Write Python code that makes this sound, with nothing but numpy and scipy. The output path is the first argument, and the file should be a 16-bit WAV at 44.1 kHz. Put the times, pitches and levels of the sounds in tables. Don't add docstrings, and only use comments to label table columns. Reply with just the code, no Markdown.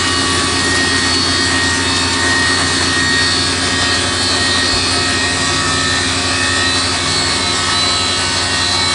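import sys
import numpy as np
from scipy import signal
from scipy.fft import rfft, irfft
from scipy.io import wavfile
from scipy.ndimage import uniform_filter1d

SR = 44100
rng = np.random.default_rng(int(sys.argv[2]) if len(sys.argv) > 2 else 0)


def store_pcm(level_fs):
    pcm = np.round(np.clip(level_fs, -1, 1) * 32767).astype(np.int16)
    wavfile.write(sys.argv[1], SR, np.atleast_2d(pcm).T)


N = 394254
T = np.arange(N) / SR

# time_s, place (0 hopper, 1 housing, 2 frame)
MIC_PATH = [(0, 0), (2.9, 0), (3.9, 1), (6.6, 1), (7.4, 2), (9, 2)]
# time_s, off_nominal_percent
SHAFT_SPEED = [(0, -.02), (1.6, -.01), (2.5, -.07), (3.6, 0), (6, .01), (9, .06)]
# frequency_hz, relative_db
RUMBLE_EQ = [(15, -34), (30, -13), (45, -4.5), (100, -4.5), (170, -4), (250, 2.5), (310, 1), (375, 5.5),
             (430, 2.5), (490, -13), (900, -45)]
ROAR_EQ = [(300, -23.5), (480, -7), (570, -1), (760, 0.5), (980, -2), (1170, 4), (1350, -3), (1650, -1.5),
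           (1870, 1.5), (2150, -3), (2800, -7), (3600, -25.5), (6000, -43)]
HISS_EQ = [(1500, -23), (2700, -8), (3300, 1.5), (3800, 2), (4300, 5), (4900, -1), (5700, -1.5),
           (6600, -5.5), (7300, -4), (8100, -2), (9200, -3), (10000, -7), (10400, -15)]
# time_s, level_db
RUMBLE_LEVEL = [(0, -31.5), (.4, -24.5), (1.7, -29.5), (4.1, -28), (5.5, -29), (6.3, -32.5), (7.3, -29.5),
                (8.94, -32)]
# hopper_db, housing_db, frame_db
ROAR_LEVELS = (-24.5, -24.5, -23.5)
HISS_LEVELS = (-22, -22.2, -23)
# rate_hz, relative_depth
AIR_CHOP = [(68.7, .06), (149.3, .07), (217.9, .1), (298.6, .09), (367.2, .12), (516.4, .07)]
# time_s, relative_db
CHILLI_FEED = [(0, 10), (.7, 10), (1.5, -18), (2.2, 6.5), (3.2, -15), (4.2, 4), (5.2, -15), (9, -38)]
# start_s, level_db
POD_CRUNCHES = [(.07, -21.5), (.19, -25), (.365, -30), (.39, -21), (.585, -21), (.676, -26), (.83, -28),
                (.975, -20), (1.135, -19), (1.31, -29), (1.955, -19), (2.125, -19), (2.415, -25),
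                (2.84, -25), (3.115, -25)]
# start_s, level_db, pitch_hz, rise_s
LOW_BUMP = (4.725, -22, 52, .018)
# pitch_hz, hopper_db, housing_db, frame_db
BEARING_LINES = [(700, -44, -45, -42), (709, -44, -37, -39), (850, -46, -45, -43), (982, -44, -46, -45),
                 (1067, -35, -44, -37), (1191, -38, -43, -47), (1217, -41, -43, -45), (1350, -44, -45, -46),
                 (1434, -41, -41, -47), (1503, -38, -39, -37), (1567, -42, -43, -45), (1611, -40, -43, -44),
                 (1740, -40, -46, -36), (1984, -40, -48, -51), (2386, -43, -37, -47), (2502, -49, -40, -46),
                 (2755, -50, -43, -37), (2970, -44, -46, -45), (3338, -42, -38, -40), (3394, -48, -40, -41),
                 (3482, -37, -36, -40), (3528, -46, -38, -40), (3636, -39, -34, -41), (3740, -40, -39, -45),
                 (3918, -46, -39, -41), (3970, -42, -39, -39), (4071, -37, -34, -34), (4184, -36, -38, -38),
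                 (4258, -37, -41, -46), (4548, -48, -48, -39), (4620, -43, -42, -44), (4739, -39, -34, -39),
                 (4917, -48, -34, -38), (4998, -44, -42, -41), (5105, -41, -39, -36), (5168, -42, -42, -47),
                 (5472, -45, -42, -42), (5539, -41, -46, -47), (7309, -53, -43, -47), (7372, -40, -45, -46),
                 (8113, -50, -43, -41), (8410, -52, -42, -44), (8847, -45, -43, -47)]
# pitch_hz, hopper_db, housing_db, frame_db
HUM_LINES = [(66.7,-47,-40.5,-41), (83.2,-41,-48,-47), (88.4,-27.5,-28.5,-30), (100.3,-37,-34,-36),
             (116.2,-44,-42.5,-48), (121.4,-38,-41,-48), (176.8,-38,-47,-57), (190.2,-45,-38,-39),
             (201.4,-52.5,-49,-42), (236,-42,-46,-50), (245,-35,-41.5,-47), (250.5,-48,-39.5,-42),
             (266,-28,-28.5,-32), (274.2,-30.5,-41,-53), (331.7,-33,-43,-53), (353.3,-42,-35.5,-34.5),
             (361.3,-34,-34.5,-41), (402,-40,-43.5,-56), (550,-51,-41.5,-40), (581.7,-45,-39.5,-43.5)]
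LEAD_LINES = {"drone": (149.4, -40, -42, -38), "moan": (918, -38, -41, -35),
              "low ring": (1136, -34, -34, -33), "high ring": (1284.8, -35, -35, -33),
              "low whine": (1801.4, -39, -35, -34), "whine": (1869.1, -32, -32, -32),
              "high whine": (2237, -38, -38, -40), "low song": (2535.6, -36, -36, -38),
              "song": (2608, -39, -38, -39), "high song": (2902.7, -36, -39, -41),
              "low chime": (3121, -42, -44, -38), "high chime": (3269, -37, -43, -37),
              "low whistle": (3704.5, -34, -34, -35), "whistle": (4002.5, -37, -32, -31),
              "low squeal": (4368.7, -33, -35, -35), "squeal": (4435.8, -32, -35, -31),
              "high squeal": (4802, -37, -41, -41), "wail": (1652, -37, -36, -42),
              "high wail": (2169, -42, -43, -41), "low sizzle": (7679, -43, -43, -40),
              "high sizzle": (7745, -46, -42, -40)}
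# peak_s, line_name, length_s, peak_db
BEAM_CROSSINGS = [(.1, "whine", .6, -25), (.1, "high song", .6, -28), (.16, "squeal", .1, -25),
                  (.3, "low ring", .64, -26), (.83, "whine", .61, -19), (.88, "high chime", .25, -30),
                  (1.19, "squeal", .15, -21), (1.2, "squeal", .78, -22.5), (1.29, "low whistle", .35, -30),
                  (1.3, "low squeal", .52, -29), (1.34, "high chime", .3, -30),
                  (1.37, "high squeal", .46, -30), (1.6, "whine", .58, -20), (1.72, "low sizzle", .1, -30),
                  (1.94, "low whistle", .2, -25), (1.96, "song", .43, -30), (2.07, "squeal", .28, -28),
                  (2.08, "moan", 1.14, -30), (2.38, "whine", .42, -16.5), (2.44, "low whine", 1.7, -29),
                  (2.57, "squeal", .21, -24), (2.68, "whine", .22, -21.5), (2.81, "low sizzle", .11, -31),
                  (2.87, "low squeal", .15, -26), (3.09, "whine", .41, -18), (3.16, "low whistle", .6, -28),
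                  (3.2, "drone", 1.4, -35), (3.25, "squeal", .53, -21.5), (3.42, "low squeal", .18, -25),
                  (3.55, "wail", 1.6, -31), (3.82, "whine", .35, -22), (3.95, "low squeal", .12, -24),
                  (3.94, "whistle", .17, -27), (4.11, "low chime", 1.12, -30),
                  (4.26, "low squeal", .22, -21), (4.45, "whistle", .46, -24), (4.56, "whine", .42, -22),
                  (4.55, "low whistle", .22, -26), (4.7, "low squeal", .87, -23),
                  (4.72, "squeal", .15, -24), (5.03, "squeal", .14, -25), (5.04, "high ring", .3, -28),
                  (5.05, "low song", .84, -30), (5.25, "whine", .82, -24), (5.54, "high sizzle", .9, -34),
                  (5.56, "low ring", .31, -29), (5.65, "drone", .63, -31), (5.74, "high ring", .47, -27),
                  (5.88, "whistle", .7, -28), (5.84, "low whine", .49, -23), (5.93, "whine", .42, -28),
                  (6.16, "high sizzle", .09, -32), (6.38, "low song", .21, -27),
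                  (6.5, "low whine", .43, -24), (6.6, "whine", .46, -23), (6.55, "song", .9, -32),
                  (6.62, "high ring", .6, -30), (6.72, "whistle", .34, -22), (6.84, "squeal", .25, -24),
                  (7.15, "high whine", .42, -30), (7.16, "whistle", .43, -27),
                  (7.16, "high sizzle", .14, -31), (7.19, "drone", .39, -32),
                  (7.22, "low squeal", .36, -23), (7.27, "low sizzle", .37, -33),
                  (7.44, "high wail", .63, -31), (7.47, "whistle", .14, -19),
                  (7.57, "low sizzle", .11, -30), (7.83, "whistle", .2, -17.5),
                  (7.83, "high ring", .58, -29), (7.87, "squeal", .43, -28), (7.95, "low sizzle", .24, -32),
                  (8, "high song", .86, -31), (8.03, "high whine", .78, -32), (8.04, "whistle", .3, -21.5),
                  (8.08, "high chime", .36, -29), (8.57, "whine", .23, -27),
                  (8.61, "high sizzle", .88, -36), (8.69, "low squeal", .54, -25),
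                  (8.77, "whistle", .43, -19.5), (8.86, "high whine", .24, -28)]


def amp(db):
    return 10 ** (np.asarray(db) / 20)


def unit(x):
    return x / np.sqrt(np.mean(abs(x) ** 2) + 1e-20)


def curve(rows):
    return np.interp(T, *np.transpose(rows))


def mic_gain(place_dbs):
    return curve([(time_s, amp(place_dbs[place])) for time_s, place in MIC_PATH])


def colour(x, eq):
    hz, db = np.transpose(eq)
    bins_hz = np.fft.rfftfreq(N, 1 / SR)
    gain = amp(np.interp(np.log(bins_hz + 1), np.log(hz), db))
    return unit(irfft(rfft(x) * gain, N))


def drift(rate_hz, size=2048):
    hz = np.fft.fftfreq(size, T[-1] / size)
    noise = rng.standard_normal(size) + 1j * rng.standard_normal(size)
    slow = unit(np.fft.ifft(noise / (1 + (hz / rate_hz) ** 2)))
    return np.interp(T, np.linspace(0, T[-1], size), slow)


def waver(depth_db, rate_hz):
    return amp(depth_db * unit(drift(rate_hz).real))


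def hit_envelope(start_s, rise_s):
    age = np.maximum(T - start_s, 0) / rise_s
    return age * np.exp(1 - np.minimum(age, 100))


def crackle(per_s, spread_db, eq):
    sizes = amp(spread_db * np.minimum(rng.exponential(1, N), 4))
    signs = rng.choice([-1, 1], N)
    snaps = rng.random(N) < per_s / SR
    return colour(sizes * signs * snaps, eq)


def tone(hz, clock, scatter, fade_hz):
    field = (1 + scatter * drift(fade_hz)) / np.sqrt(1 + scatter ** 2)
    phase = 2 * np.pi * (hz * clock + rng.random())
    return np.sqrt(2) * (field.real * np.cos(phase) - field.imag * np.sin(phase))


def shimmer(x, depth_db, size=1024):
    frames = signal.stft(x, nperseg=size)[2]
    patches = rng.standard_normal(frames.shape)
    for width in (9, 13):
        patches = uniform_filter1d(patches, size=width, axis=0)
        patches = uniform_filter1d(patches, size=width // 2, axis=1)
    return signal.istft(frames * amp(depth_db * unit(patches)), nperseg=size)[1][:N]


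def air_bed(clock):
    chop = sum(depth * np.cos(2 * np.pi * (hz * clock + rng.random())) for hz, depth in AIR_CHOP)
    low, mid, high = rng.standard_normal((3, N))
    rumble = amp(curve(RUMBLE_LEVEL)) * colour(low, RUMBLE_EQ)
    feed_lift = amp(0.052 * curve(CHILLI_FEED))
    roar = mic_gain(ROAR_LEVELS) * feed_lift * colour(mid * (1 + 1.2 * chop), ROAR_EQ)
    hiss = mic_gain(HISS_LEVELS) * colour(high * (1 + 0.51 * chop), HISS_EQ)
    return rumble + waver(depth_db=0.76, rate_hz=13) * shimmer(roar + hiss, depth_db=1.75)


def bump(start_s, level_db, pitch_hz, rise_s):
    return amp(level_db) * hit_envelope(start_s, rise_s) * np.sin(2 * np.pi * pitch_hz * (T - start_s))


def chilli_patter(trim_db=-33):
    steel_eq = [(400, -36), (1100, 0.5), (2500, -5), (4300, 3.5), (7000, -6), (10000, 5)]
    clumps = unit(waver(depth_db=4, rate_hz=22))
    return amp(curve(CHILLI_FEED) + trim_db) * clumps * crackle(per_s=900, spread_db=1, eq=steel_eq)


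def pod_crunches(rise_s=0.0092):
    husk_eq = [(1000, -26), (3000, 5), (5500, -0.5), (10000, -6), (11000, -29)]
    bursts = sum(amp(db) * hit_envelope(start_s, rise_s) for start_s, db in POD_CRUNCHES)
    return bursts * crackle(per_s=3300, spread_db=1.5, eq=husk_eq)


def bearing_overtones(clock, level_db=-48, spread_db=3, spacing_hz=367.4):
    lowest_hz = [5073, 5107, 5175, 5207]
    lines_hz = np.add.outer(spacing_hz * np.arange(11), lowest_hz).ravel()
    dbs = level_db + spread_db * rng.uniform(-1, 1, len(lines_hz))
    return sum(amp(db) * tone(hz, clock, scatter=3.1, fade_hz=6) for hz, db in zip(lines_hz, dbs))


def bearing_whine(clock, trim_db=0.47):
    lines = (mic_gain(dbs) * tone(hz, clock, scatter=2.2, fade_hz=3.8) for hz, *dbs in BEARING_LINES)
    return amp(trim_db) * sum(lines)


def drive_hum(clock):
    return sum(mic_gain(dbs) * tone(hz, clock, scatter=0.08, fade_hz=1.5) for hz, *dbs in HUM_LINES)


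def beam(peak_s, length_s):
    across = np.linspace(-2, 2, 101)
    return np.interp(T, peak_s + across * length_s / 2, np.exp(-across ** 4))


def lead_tones(clock, scatter=0.62):
    mix = 0
    for name, (hz, *dbs) in LEAD_LINES.items():
        rest = mic_gain(dbs)
        beam_power = sum((amp(db) * beam(peak_s, length_s)) ** 2
                         for peak_s, line, length_s, db in BEAM_CROSSINGS if line == name)
        level = np.sqrt(rest ** 2 + beam_power)
        mix = mix + level * tone(hz, clock, scatter * rest / level, fade_hz=7)
    return mix


def scene():
    clock = T + np.cumsum(curve(SHAFT_SPEED)) / 100 / SR
    gear = drive_hum(clock) + bearing_whine(clock) + lead_tones(clock) + bearing_overtones(clock)
    mill = gear + air_bed(clock) + chilli_patter() + pod_crunches() + bump(*LOW_BUMP)
    return np.array([mill, mill])


def record(dry):
    cutoff_hz = 10380
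    low_pass = signal.firwin(601, cutoff_hz, window=("kaiser", 9), fs=SR)
    return signal.oaconvolve(dry, low_pass[None], "same")


dry = scene()
out = record(dry)
store_pcm(out)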